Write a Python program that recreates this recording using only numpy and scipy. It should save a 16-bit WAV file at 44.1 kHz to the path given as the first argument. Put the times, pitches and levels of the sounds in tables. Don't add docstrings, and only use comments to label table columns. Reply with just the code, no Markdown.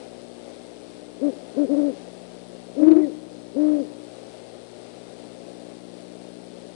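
import sys
import numpy as np
from scipy import signal
from scipy.fft import rfft, irfft, next_fast_len
from scipy.io import wavfile
from scipy.ndimage import uniform_filter1d

SR = 44100
rng = np.random.default_rng(int(sys.argv[2]) if len(sys.argv) > 2 else 0)


def makeup_ratio(level_db):
    decades = np.asarray(level_db, float) / 20
    return 10 ** decades


def transcribe(signal):
    frames = np.atleast_2d(signal).T
    limited = np.clip(frames, -1, 1)
    pcm = np.round(limited * 32767).astype(np.int16)
    wavfile.write(sys.argv[1], SR, pcm)


N = 298084
FIELD_HZ, MAINS_HZ = 59.94, 60.026


def clock():
    return np.arange(N) / SR


def cycles(hz):
    return 2 * np.pi * hz * clock()


def evened(x):
    return x / np.sqrt(np.mean(x ** 2) + 1e-20)


def drift(samples):
    once = uniform_filter1d(rng.standard_normal(N), samples)
    return evened(uniform_filter1d(once, samples))


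def coloured(x, points):
    hz, db = np.transpose(points)
    size = next_fast_len(N)
    grid = np.fft.rfftfreq(size, 1 / SR)
    gain = makeup_ratio(np.interp(np.log(grid + 1), np.log(hz + 1), db, -80, -80))
    return evened(irfft(rfft(x, size) * gain, size)[:N])


def coloured_noise(points):
    return coloured(rng.standard_normal(N), points)


def track(rows):
    s, hz, db = np.transpose(rows)[:3]
    t = clock()
    fade_s = .008
    angle = 2 * np.pi * np.cumsum(np.interp(t, s, hz) * (t >= s[0])) / SR
    fade_in = np.clip((t - s[0]) / fade_s, 0, 1)
    fade_out = np.clip(1 + (s[-1] - t) / fade_s, 0, 1)
    return np.sqrt(2) * makeup_ratio(np.interp(t, s, db)) * fade_in * fade_out, angle


# frequency in Hz, density in dB per Hz.
AIR_SPECTRUM = [(18, -69.5), (30, -25.5), (75, -24), (108, -17), (195, -8.5), (237, -5), (534, 2), (619, 1),
                (1040, -17.5), (1780, -21), (4320, -20.5), (7240, -30), (8610, -27.5), (9730, -28.5),
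                (10700, -39.5), (14000, -50), (22000, -120)]


def air(level_db=-47.5, swell_db=0.73, flutter=0.055):
    noise = coloured_noise(AIR_SPECTRUM)
    touched = 1 + flutter * np.cos(2 * cycles(FIELD_HZ) - 1.3)
    return makeup_ratio(level_db + swell_db * drift(5000)) * noise * touched


# frequency in Hz, density in dB per Hz.
SIZZLE_SPECTRUM = [(2200, -21.5), (3500, 4), (5000, 2.5), (6500, -7), (7600, -4), (8450, 4), (8900, 0.5),
                   (9400, 1.5), (10200, -1.5), (10800, -18)]


def sizzle(level_db=-63, spread_db=3.5):
    gate = .5 + .5 * np.tanh(5 * (np.cos(2 * cycles(FIELD_HZ) - .94) - .1))
    spark_db = spread_db * np.minimum(rng.exponential(1, N), 5)
    sparks = rng.standard_normal(N) * makeup_ratio(spark_db)
    return makeup_ratio(level_db) * coloured(gate * sparks, SIZZLE_SPECTRUM)


# multiple of the base rate, picture buzz in dB, mains hum in dB.
HUM_PARTIALS = [(1, -71.5, -87), (2, -64, -75), (3, -57, -63), (4, -54.5, -68), (5, -55.5, -60),
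                (6, -56, -72), (7, -57, -80), (8, -62, -75), (9, -64.5, -65), (10, -69, -71),
                (11, -73, -73)]
# frequency in Hz, level in dB.
WHINE_TONES = [(2099, -79), (3360, -82), (4199, -77), (7622, -86), (8014, -78), (10408, -89), (10864, -96)]


def hum():
    out = np.zeros(N)
    uneven = 1 + 0.17 * drift(500)
    for k, buzz_db, mains_db in HUM_PARTIALS:
        lead = .155 * k - .15 + .4 / k
        buzz = np.cos(k * cycles(FIELD_HZ) + 2 * np.pi * lead)
        out += makeup_ratio(buzz_db) * uneven ** (k > 3) * buzz
        mains_lead = .2 * k + .21 + (k in (4, 6)) / 2
        out += makeup_ratio(mains_db) * np.cos(k * cycles(MAINS_HZ) + 2 * np.pi * mains_lead)
    for hz, db in WHINE_TONES:
        unsteady = 1 + 0.18 * drift(9000)
        out += makeup_ratio(db) * unsteady * np.cos(cycles(hz) + .3 * drift(900))
    return np.sqrt(2) * out


# frequency in Hz, density in dB per Hz.
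HISS_SPECTRUM = [(30, -7.5), (120, -7.5), (230, 1.5), (500, -5.5), (950, -10.5), (2000, -5), (4000, 0),
                 (6000, -5), (10000, -9), (10700, -11)]


def idle_hiss(level_db=-66.5):
    return makeup_ratio(level_db) * coloured_noise(HISS_SPECTRUM)


# pitch in Hz, tone level in dB, octave level in dB.
THROAT = [(205, -55, -41), (238.6, -34.5, -34.5), (272.6, -27, -30.8), (291.3, -23, -33),
          (306.6, -18.5, -35), (313.1, -10.5, -35)]


def octave_of(hz):
    at_hz, tone_db, octave_db = np.transpose(THROAT)
    return np.interp(hz, at_hz, octave_db - tone_db)


# time in seconds, pitch dip in Hz.
THROBS = [
    (1.758, 27.6),
    (1.823, 12.6),
    (3.783, 3.8),
]


def phrase(start, length, aim_hz, strength_db):
    rest_hz, throb_s, tire_db_per_s = 198, .0156, 10
    t = np.arange(0, length, .002)
    left_s = t - length
    rise = 142.32 * t - 296.32 * np.exp(-t / .0152)
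    fall = 85.45 * np.exp(left_s / .165) + 350 * np.exp(left_s / .0156)
    slack = sum(dip_hz * np.exp(-((start + t - s) / throb_s) ** 2) for s, dip_hz in THROBS)
    hz = np.maximum(aim_hz + rise - fall - slack, rest_hz)
    at_hz, tone_db = np.transpose(THROAT)[:2]
    level_db = strength_db - tire_db_per_s * t + np.interp(hz, at_hz, tone_db)
    return np.c_[start + t, hz, level_db, octave_of(hz)]


# multiple of the pitch, level in dB.
UPPER_PARTIALS = [(3, -38), (4, -43), (5, -52.5)]
# frequency in Hz, density in dB per Hz.
BREATH_SPECTRUM = [(200, -37.5), (260, -24.5), (380, 18.5), (520, 7.5), (700, -32), (900, -31)]


def hoot(rows, breath_db=-22, ripple=0.37, ripple_twice=0.063, tremble=0.074):
    level, angle = track(rows)
    s, octave_db = np.transpose(rows)[[0, 3]]
    octave_gain = makeup_ratio(np.interp(clock(), s, octave_db))
    field = cycles(FIELD_HZ) + 0.86
    rippled = 1 + ripple * np.cos(field) + ripple_twice * np.cos(2 * field) + 0.14 * np.cos(3 * field)
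    trembling = 1 + tremble * np.cos(field) + 0.047 * np.cos(2 * field)
    tone = np.cos(angle) * trembling
    octave = octave_gain * rippled * np.cos(2 * angle - 2.2 + 0.19 * drift(200))
    upper = sum(makeup_ratio(db) * rippled * np.cos(k * angle + .5 * drift(100)) for k, db in UPPER_PARTIALS)
    breath = makeup_ratio(breath_db) * np.sqrt(octave_gain) * coloured_noise(BREATH_SPECTRUM)
    return level * (tone + octave + upper + breath)


# start in seconds, length in seconds, aimed pitch in Hz, strength in dB.
HOOTS = [
    (1.195, .1414, 344.9, .6),
    (1.548, .1397, 347.8, 1.5),
    (1.669, .2756, 315.3, .9),
    (2.746, .3747, 313.16, -2.2),
    (3.536, .3256, 310.9, 0),
]


def owl():
    return sum(hoot(phrase(*row)) for row in HOOTS)


# delay in seconds, level in dB.
ECHOES = [
    (.05882, -30),
    (.13207, -23),
    (.15827, -26),
    (.25555, -35),
    (.31622, -35),
    (.35266, -39),
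]


def woods(x):
    taps = np.zeros(SR // 2)
    taps[0] = 1
    for delay, db in ECHOES:
        taps[round(delay * SR)] += makeup_ratio(db)
    return signal.oaconvolve(x, taps)[:N]


# time in seconds, pitch in Hz, level in dB.
MATE_PATH = [
    (2.79, 228.94, -52),
    (2.815, 283.48, -25),
    (2.84, 282.97, -24.1),
    (2.87, 332.32, -19.6),
    (2.905, 346.23, -20.6),
    (2.945, 319.67, -18.7),
    (2.98, 356.7, -20.6),
    (3.008, 374.51, -26.4),
    (3.028, 305.53, -48.2),
]


def mate():
    return hoot(np.c_[MATE_PATH, octave_of(np.transpose(MATE_PATH)[1])])


# time in seconds, level in dB.
CRACK_TIMES = [
    (2.832, -63),
    (2.885, -56),
    (2.918, -49.5),
    (2.968, -60),
]
# frequency in Hz, density in dB per Hz.
CRACK_SPECTRUM = [(1200, -23), (2300, 7.5), (3600, 0.5), (4600, 4.5), (5600, -35)]


def cracks(width_s=0.0078):
    bursts = sum(makeup_ratio(db) * np.exp(-((clock() - s) / width_s) ** 2) for s, db in CRACK_TIMES)
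    return 2 * bursts * coloured_noise(CRACK_SPECTRUM)


def glide(start, length, from_hz, to_hz, db, ends_db=-16):
    u = np.linspace(0, 1, num=9)
    hz = from_hz + (to_hz - from_hz) * u
    return np.c_[start + length * u, hz, db + ends_db * (2 * u - 1) ** 4]


# start in seconds, length in seconds, from Hz, to Hz, level in dB.
SQUEAKS = [
    (2.98, .045, 1750, 1960, -62),
    (2.985, .035, 2450, 2200, -64),
    (3.018, .045, 2090, 1850, -56),
    (3.11, .06, 3120, 3260, -69),
    (2.919, .026, 495, 480, -37),
]


def squeaks():
    out = np.zeros(N)
    for row in SQUEAKS:
        level, angle = track(glide(*row))
        out += level * (1 + .2 * drift(200)) * np.cos(angle + 0.46 * drift(200))
    return out


def recovery(x, duck_db=2.0, per_s=1.5, above_db=-22):
    power_db = 10 * np.log10(abs(uniform_filter1d(x ** 2, 800)) + 1e-12)
    rise = clock() * per_s
    sunk_db = np.clip((power_db - above_db) * 0.22, 0, duck_db)
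    return makeup_ratio(rise - np.maximum.accumulate(sunk_db + rise))


def shuffle(at_s=6.58, level_db=-56.5, width_s=.13):
    rumble = coloured_noise([(120, -25), (170, -4), (250, 0), (300, -20)])
    return rumble * makeup_ratio(level_db) * np.exp(-((clock() - at_s) / width_s) ** 2)


def scene():
    owls = woods(owl() + mate() + squeaks())
    background = recovery(owls) * (air() + sizzle())
    left = 2 * (owls + shuffle() + hum() + background)
    return np.array([left, idle_hiss()])


# frequency in Hz, density in dB per Hz.
GRIT_SPECTRUM = [(40, -18), (90, -4), (180, -11), (400, -8.5), (1000, -3.5), (2300, -15), (4500, -32.5),
                 (7000, -32)]


def grit_and_overload(dry, grit_db=-32):
    envelope = np.sqrt(abs(uniform_filter1d(dry ** 2, 300, axis=1)))
    gritty = dry + makeup_ratio(grit_db) * envelope ** 1.12 * coloured_noise(GRIT_SPECTRUM)
    gritty[0] += cracks()
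    knee, top = .82, .06
    over = np.maximum(abs(gritty) - knee, 0)
    return gritty - np.sign(gritty) * (over - top * np.tanh(over / top))


def band_limit(x):
    return signal.sosfilt(signal.butter(12, 10890, fs=SR, output="sos"), x)


def record(dry):
    low_pass = signal.firwin(511, 10880, window=("kaiser", 9), fs=SR)
    mix = signal.oaconvolve(grit_and_overload(dry), low_pass[None], "same")
    return band_limit(mix)


dry = scene()
out = record(dry)
transcribe(out)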